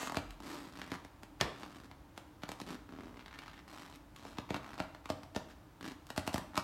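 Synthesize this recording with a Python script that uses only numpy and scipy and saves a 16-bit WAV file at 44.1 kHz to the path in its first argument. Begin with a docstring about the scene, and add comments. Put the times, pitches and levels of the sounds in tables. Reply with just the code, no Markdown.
"""A small room with a tiled floor, on one microphone, over a low murmur of air.
A tall rubber boot is flexed at the ankle and rubbed against its partner. The rubber sticks and slips
in creaks, and folds in the shaft buckle with sharp snaps. Each slip gives a crack at the surface,
a flap of the wall and a hollow thump of the shaft, and the room rings briefly behind it.
Once, the whole shaft pops back into shape with a bang."""
import sys
import numpy as np
from scipy import signal
from scipy.fft import rfft, irfft, next_fast_len
from scipy.io import wavfile

SR = 44100
rng = np.random.default_rng(int(sys.argv[2]) if len(sys.argv) > 2 else 0)


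def wav_out(sig):
    """Save sig, one row per channel (or a flat mono array), as 16-bit PCM at SR to the path in sys.argv[1]."""
    wavfile.write(sys.argv[1], SR, np.round(np.clip(np.atleast_2d(sig).T, -1, 1) * 32767).astype(np.int16))


N = 292383
TIME = np.arange(N) / SR
AGE = np.arange(SR // 10) / SR   # seconds since a slip

# Folds letting go. Each row: time in seconds, crack, flap and thump in relative dB, crack cutoff in Hz.
FOLD_SNAPS = [(0.03, -54, -43, -44, 6500), (0.1704, -37.5, -36, -33, 4800), (0.3075, -53.5, -70, -65, 6500),
              (0.4035, -58.5, -51, -50, 6040), (0.8167, -45.5, -46.5, -54.5, 3400),
              (0.918, -44, -46.5, -39, 4540), (1.049, -56.5, -54, -54.5, 6000),
              (1.2334, -54.5, -52, -50, 6300), (1.412, -31.5, -36, -42, 4070),
              (1.633, -51.5, -46, -49, 3400), (1.914, -58, -53.5, -57.5, 4000),
              (2.1775, -50, -47.5, -51.5, 6160), (2.435, -46, -45.5, -41.5, 4150),
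              (2.4911, -47.5, -42.5, -44.5, 6300), (2.5176, -48, -45.5, -49.5, 6100),
              (2.6014, -50.5, -45.5, -54, 6130), (2.6154, -50, -61, -43, 6300),
              (3.261, -55.5, -60, -62, 4200), (3.329, -59, -53, -65.5, 3300), (3.39, -50, -57, -63, 4200),
              (3.4806, -54.5, -52, -63, 3500), (3.9581, -61, -62, -65, 8800),
              (4.163, -55.5, -65, -68, 7200), (4.252, -57, -46.5, -50.5, 4400),
              (4.3854, -45.5, -41, -38, 4100), (4.506, -44.5, -38.5, -34.5, 4000),
              (4.5442, -42, -38.5, -41, 3260), (4.802, -41, -36.5, -36, 3760),
              (4.9487, -57, -50, -57, 4430), (5.0576, -51.5, -46.5, -52, 4700),
              (5.1019, -43, -35.5, -34.5, 5570), (5.2335, -57, -51, -53, 5300),
              (5.3628, -41.5, -35.5, -34.5, 5240), (6.069, -60, -62, -65, 10100),
              (6.1036, -46, -44, -49.5, 5730), (6.1784, -38.5, -36.5, -33, 6400),
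              (6.2768, -39.5, -36.5, -36, 6900), (6.3433, -41.5, -38, -32, 7240),
              (6.3598, -47, -39, -46, 4950), (6.3804, -45.5, -41, -41, 7600),
              (6.556, -47.5, -58, -62, 5500), (6.577, -35.5, -29.5, -35, 5340)]
# Rubbing strokes. Each row: start, hardest push and end in seconds, slips per second at that push,
# unevenness of pace from 0 to 1, crack, flap and thump in relative dB, crack cutoff in Hz.
RUB_STROKES = [(0, 0.001, 0.082, 770, .6, -43, -46.5, -47.5, 6500),
               (0.423, 0.461, .69, 256, .7, -51.5, -52, -48.5, 6500),
               (0.696, 0.769, .91, 95, 0.71, -56, -57, -54.5, 6040),
               (0.918, .94, 0.96, 250, .6, -50, -44, -47.5, 5900),
               (1.561, 1.62, 1.857, 100.5, 0.61, -58, -58.5, -56.5, 5800),
               (2.665, 2.69, 2.762, 178, 0.41, -51, -52.5, -46, 5870),
               (2.891, 2.992, 3.18, 90, 0.19, -62.5, -58.5, -52, 4300),
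               (3.17, 3.419, 3.6, 78, 0.84, -57, -61, -64.5, 3460),
               (3.679, 3.776, 3.96, 130, 0.58, -56.5, -56, -59.5, 6300),
               (4.16, 4.27, 4.37, 160, 0.68, -60, -61, -61, 6000),
               (4.55, 4.575, 4.57, 225, .3, -47, -40.5, -43, 4600),
               (4.631, 4.772, 4.84, 69, 0.59, -57.5, -54, -56.5, 5360),
               (5.487, 5.501, 5.53, 230, .7, -58.5, -63, -69, 5500),
               (5.81, 5.89, 5.92, 116, 0.52, -50, -53, -48.5, 5540),
               (6.535, 6.541, 6.572, 127, .6, -66, -47.5, -52, 5400)]
# Modes of the hollow shaft. Each row: frequency in Hz, relative level in dB, t60 in seconds.
SHAFT_MODES = [(84.4, -6.5, 0.13), (118, -2.5, 0.042), (191.4, -2, 0.043), (273.7, -1.5, 0.051),
               (367, -1.5, 0.013), (588, -19.5, 0.16), (925, -14.5, .045)]
# Spectra of a surface crack, free sliding, the shuddering wall and the room's air.
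# Each row: frequency in Hz, relative spectral density in dB.
CRACK_SPECTRUM = [(600, -23), (1200, 2), (2300, -0.5), (4200, -1.5), (6500, -4.5), (8000, -3), (10300, -4),
                  (12000, 2.5), (16000, -0.5)]
SLIDE_SPECTRUM = [(3000, -15), (5700, -19), (6400, 10), (8300, 1), (10000, -22), (16000, -16)]
SHUDDER_SPECTRUM = [(80, 4), (350, 5), (1500, -2.5), (2400, -1), (6800, -3), (8000, -28)]
AIR_SPECTRUM = [(25, -13), (45, 2.5), (85, -2), (140, -5), (245, -11.5), (295, 1.5), (370, -16.5),
                (900, -13.5), (2000, -25.5), (4000, -31.5), (9000, -38.5)]
# How long the room rings. Each row: frequency in Hz, t60 in seconds.
RING_T60 = [(100, 0.5), (300, 0.54), (4000, 0.57), (14000, 0.41)]
# How much room reaches the microphone. Each row: frequency in Hz, level in dB against the direct sound.
RING_DB = [(80, -8.5), (280, -6), (600, -6.5), (1300, -4), (4000, -6), (14000, -7)]

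FLAP_HZ, FLAP_FALL = 701, 0.91   # centre pitch of a flap; octaves it glides on either side of its centre
LIGHT_DB, HEAVY_DB = -47, -32   # thump levels that mark a fold as light or heavy
WARNING_S, WARNING_DB = .012, -11   # a small slip just before a fold gives way
SETTLING_S, SETTLING_DB = .017, -12.5   # and another as it settles
# A sticking patch judders free in four even, light snaps; levels are for crack, flap and thump.
JUDDER_S, JUDDER_GAP_S, JUDDER_DB, JUDDER_CUTOFF_HZ = .0732, .0243, (-49.5, -40, -46.5), 6100


def from_db(db):
    """Decibels to gain."""
    return 10 ** (np.asarray(db) / 20)


def unit(x):
    """Scale to an energy of one."""
    return x / np.sqrt(np.sum(x ** 2) + 1e-20)


def at_hz(points, hz):
    """Read a table on a log-frequency axis."""
    f, value = np.transpose(points)
    return np.interp(np.log(hz + 1e-6), np.log(f), value)


def add(out, s, sound):
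    """Mix a sound in at s seconds."""
    i = max(0, int(s * SR))
    out[i:i + len(sound)] += sound[:max(0, N - i)]


def filtered(x, kind, hz, order=2):
    """Butterworth low-, high- or band-pass."""
    return signal.sosfilt(signal.butter(order, hz, kind, fs=SR, output="sos"), x)


def colour(x, spectrum):
    """Causal (minimum-phase) filter with the given spectrum."""
    size = 2 * next_fast_len(len(x))
    hz = np.arange(size // 2 + 1) * SR / size
    cepstrum = irfft(np.log(from_db(at_hz(spectrum, hz))))
    cepstrum[1:size // 2] *= 2
    cepstrum[size // 2 + 1:] = 0
    return irfft(rfft(x, size) * np.exp(rfft(cepstrum)), size)[:len(x)]


def steady_noise(spectrum):
    """Coloured noise with an RMS of one."""
    return np.sqrt(N) * unit(colour(rng.standard_normal(N), spectrum))


def air(level_db):
    """Room tone: the steady low murmur of the air."""
    return from_db(level_db) * steady_noise(AIR_SPECTRUM)


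def room_response(floor_lag_s, floor_db, near_db, near_t60):
    """An echo off the tiles, quick ones off legs and near walls, then a ring, shorter in the treble."""
    t = TIME[:SR * 3 // 4]
    edges = np.geomspace(50, 18000, 13)
    response = np.zeros(len(t))
    for low, high in zip(edges, edges[1:]):
        hz = np.sqrt(low * high)
        band = filtered(rng.standard_normal(len(t)), "band", [low, high])
        decay = from_db(-60 * t / at_hz(RING_T60, hz)) + from_db(near_db - 60 * t / near_t60)
        tail = unit(band * decay * (1 - np.exp(-t / floor_lag_s)))
        response += tail * from_db(at_hz(RING_DB, hz)) * np.sqrt(2 * (high - low) / SR)
    response[int(floor_lag_s * SR)] += from_db(floor_db)
    return response


def room(direct):
    """The moving boot reaches the microphone directly and by ever changing paths through the room."""
    heard = direct.copy()
    for share in np.cos(2 * np.pi * TIME), np.sin(2 * np.pi * TIME):
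        response = room_response(floor_lag_s=.0042, floor_db=-20.5, near_db=3.5, near_t60=0.084)
        heard += signal.fftconvolve(share * direct, response)[:N]
    return heard


def bump(s, level_db, hz, width_s):
    """A soft, deep bump as the leg shifts."""
    return from_db(level_db) * np.exp(-((TIME - s) / width_s) ** 2) * np.sin(2 * np.pi * hz * TIME)


def slide(level_db, end_s, fade_s):
    """In the first, fastest stroke the rubber slides freely and hisses."""
    return from_db(level_db) * steady_noise(SLIDE_SPECTRUM) * np.clip((end_s - TIME) / fade_s, 0, 1)


def shudder(s, bang_db, body_db, body_t60, body_cutoff_hz, treble_db, treble_t60):
    """The shaft pops back into shape with one sharp bang, and all of its wall shudders."""
    t = TIME[:SR // 2]
    body, treble = rng.standard_normal((2, len(t)))
    body = filtered(body, "low", body_cutoff_hz)
    # rubber soaks up the treble sooner than the bass
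    push = from_db(body_db) * unit(body * from_db(-60 * t / body_t60))
    push += from_db(treble_db) * unit(treble * from_db(-60 * t / treble_t60))
    push[0] -= from_db(bang_db)
    out = np.zeros(N)
    add(out, s, colour(push, SHUDDER_SPECTRUM))
    return out


def thump(stretch):
    """The shaft's modes: the rubber's bend shifts their pitch, the place of the slip their strengths."""
    hz, db, t60 = np.transpose(SHAFT_MODES)[:, :, None]
    bend, place = rng.uniform(-1, 1, (2, len(SHAFT_MODES), 1))
    gain = from_db(db + 2 * place - 60 * AGE / t60)
    modes = np.sum(gain * np.sin(2 * np.pi * hz * (1 + stretch * bend) * AGE), axis=0)
    return unit(filtered(modes, "high", hz.min()))   # little radiates below the lowest mode


def flap(hz, cycles):
    """The limp wall swings for a few cycles, falling in pitch as the fold opens."""
    hz = hz * 2 ** (rng.uniform(-1, 1) / 3)
    progress = AGE * hz / cycles
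    pitch = hz * 2 ** (FLAP_FALL * (2 * np.exp(-progress) - 1))
    swing = np.sin(2 * np.pi * (np.cumsum(pitch) / SR + rng.random()))
    return unit(np.sqrt(progress) * np.exp(-2 * progress) * swing)


def crack(cutoff_hz, spread_s, crumble_db, crumble_t60):
    """One release, spread out as bending waves bring the highs first, then a crumble of tiny slips."""
    hz = np.arange(len(AGE) // 2 + 1) * SR / len(AGE)
    lag = spread_s * rng.uniform(0.533, 1) * np.sqrt(FLAP_HZ / (hz + FLAP_HZ))
    release = irfft(np.exp(-2j * np.pi * np.cumsum(lag) * hz[1]), len(AGE))
    grains, sizes = rng.standard_normal((2, len(AGE)))
    crumble = unit(grains * from_db(5.5 * sizes - 60 * AGE / crumble_t60))
    surface = colour(release + from_db(crumble_db) * crumble, CRACK_SPECTRUM)
    return unit(filtered(surface, "low", cutoff_hz))


def creaks(crack_db, flap_db, thump_db, flap_hz, uneven_db, thump_band_hz):
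    """Rubber on rubber: tension builds and slips at an uneven pace, each slip a small snap."""
    flaps = [flap(flap_hz, cycles=1.41) for _ in range(24)]
    thumps = [thump(stretch=0.048) for _ in flaps]
    surface, hollow = np.zeros((2, N))
    for start, push, end, pace, jitter, *levels, cutoff_hz in RUB_STROKES:
        cracks = [crack(cutoff_hz, spread_s=0.00172, crumble_db=6, crumble_t60=0.035) for _ in range(12)]
        s = start
        for wait, force, place in rng.uniform(-1, 1, (200, 3)):
            if s > end:
                break
            # effort swells to the hardest push, then eases; the slips come faster with effort
            effort_db = np.interp(s, [start, push, end], [-5, 0, -7])
            period = 1 / (pace * from_db(.5 * effort_db))
            # a longer stick stores more energy
            strength = np.sqrt(period * SR) * from_db(effort_db + uneven_db * force)
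            crack_gain, flap_gain, thump_gain = strength * from_db(levels)
            k = int(abs(place) * len(flaps))
            add(surface, s, crack_gain * from_db(crack_db) * cracks[k % len(cracks)])
            add(surface, s, flap_gain * from_db(flap_db) * flaps[k])
            add(hollow, s, thump_gain * from_db(thump_db) * thumps[k])
            s += period * np.exp(jitter * wait)
    return surface + filtered(hollow, "band", thump_band_hz)   # small slips stir only the middle modes


def snaps(crack_db, flap_db, thump_db, wall_db, wall_hz, wall_t60, peel_db, peel_t60, lead_s, lag_s):
    """A fold peels with a swelling crackle, buckles with a crack, and shakes the wall and the shaft."""
    out = np.zeros(N)
    judder = [(JUDDER_S + k * JUDDER_GAP_S, *JUDDER_DB, JUDDER_CUTOFF_HZ) for k in range(4)]
    wall_ring = unit(np.sin(2 * np.pi * wall_hz * AGE) * from_db(-60 * AGE / wall_t60))
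    for s, crack_level, flap_level, thump_level, cutoff_hz in FOLD_SNAPS + judder:
        crack_gain, flap_gain = from_db(crack_level + crack_db), from_db(flap_level + flap_db)
        # a large fold thumps more and flaps lower
        flap_hz = FLAP_HZ * 2 ** np.clip((flap_level - thump_level) / 25, -.3, .5)
        buckle = crack(cutoff_hz, spread_s=0.00197, crumble_db=-1.5, crumble_t60=0.026)
        add(out, s - lead_s, crack_gain * buckle + flap_gain * flap(flap_hz, cycles=2.03))
        # the heavier the fold, the more the taut wall rings and the deeper the modes it stirs
        weight = np.interp(thump_level, [LIGHT_DB, HEAVY_DB], [0, 1])
        add(out, s, weight * from_db(flap_level + wall_db) * wall_ring)
        low_cut_hz = np.interp(weight, [0, 1], [185, 69])
        hollow = unit(filtered(thump(stretch=0.076), "high", low_cut_hz))
        add(out, s + lag_s, -from_db(thump_level + thump_db) * hollow)
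        # light folds peel and slip more quietly
        slip_db = -7 * (1 - weight)
        peel = crack(cutoff_hz, spread_s=0, crumble_db=27, crumble_t60=peel_t60)[:SR // 50][::-1]
        add(out, s - len(peel) / SR, from_db(crack_level + peel_db + slip_db) * peel)
        early, late = rng.uniform(.7, 1.3, 2)
        for at, db in (s - early * WARNING_S, WARNING_DB), (s + late * SETTLING_S, SETTLING_DB):
            scuff = crack_gain * crack(cutoff_hz, spread_s=0.00167, crumble_db=1, crumble_t60=0.04)
            scuff += flap_gain * flap(flap_hz, cycles=3.06)
            add(out, at, from_db(db + slip_db) * scuff)
    return out


def scene():
    """The boot's snaps and creaks in the tiled room, as they arrive at the microphone."""
    boot = snaps(crack_db=26.5, flap_db=25, thump_db=26.5, wall_db=25, wall_hz=620, wall_t60=0.072,
                 peel_db=19, peel_t60=0.034, lead_s=.0005, lag_s=.0012)
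    boot += creaks(crack_db=-2, flap_db=-.5, thump_db=3.5, flap_hz=960, uneven_db=4,
                   thump_band_hz=[191, 600])
    boot += slide(level_db=-56, end_s=0.093, fade_s=.012)
    boot += bump(s=0.302, level_db=-45.5, hz=45, width_s=0.042)
    # the shudder spreads over the whole wall, so it sounds diffuse by itself
    pop = shudder(s=1.4115, bang_db=0.5, body_db=-5, body_t60=0.42, body_cutoff_hz=1780,
                  treble_db=-15, treble_t60=0.21)
    return (room(boot) + pop + air(level_db=-57.5))[None]


def record(dry):
    """The microphone drops the deepest bass; the top is cut steeply."""
    top_cut = signal.ellip(10, .2, 70, 16200, fs=SR, output="sos")
    return signal.sosfilt(top_cut, filtered(dry, "high", hz=38, order=4))


dry = scene()
out = record(dry)
wav_out(out)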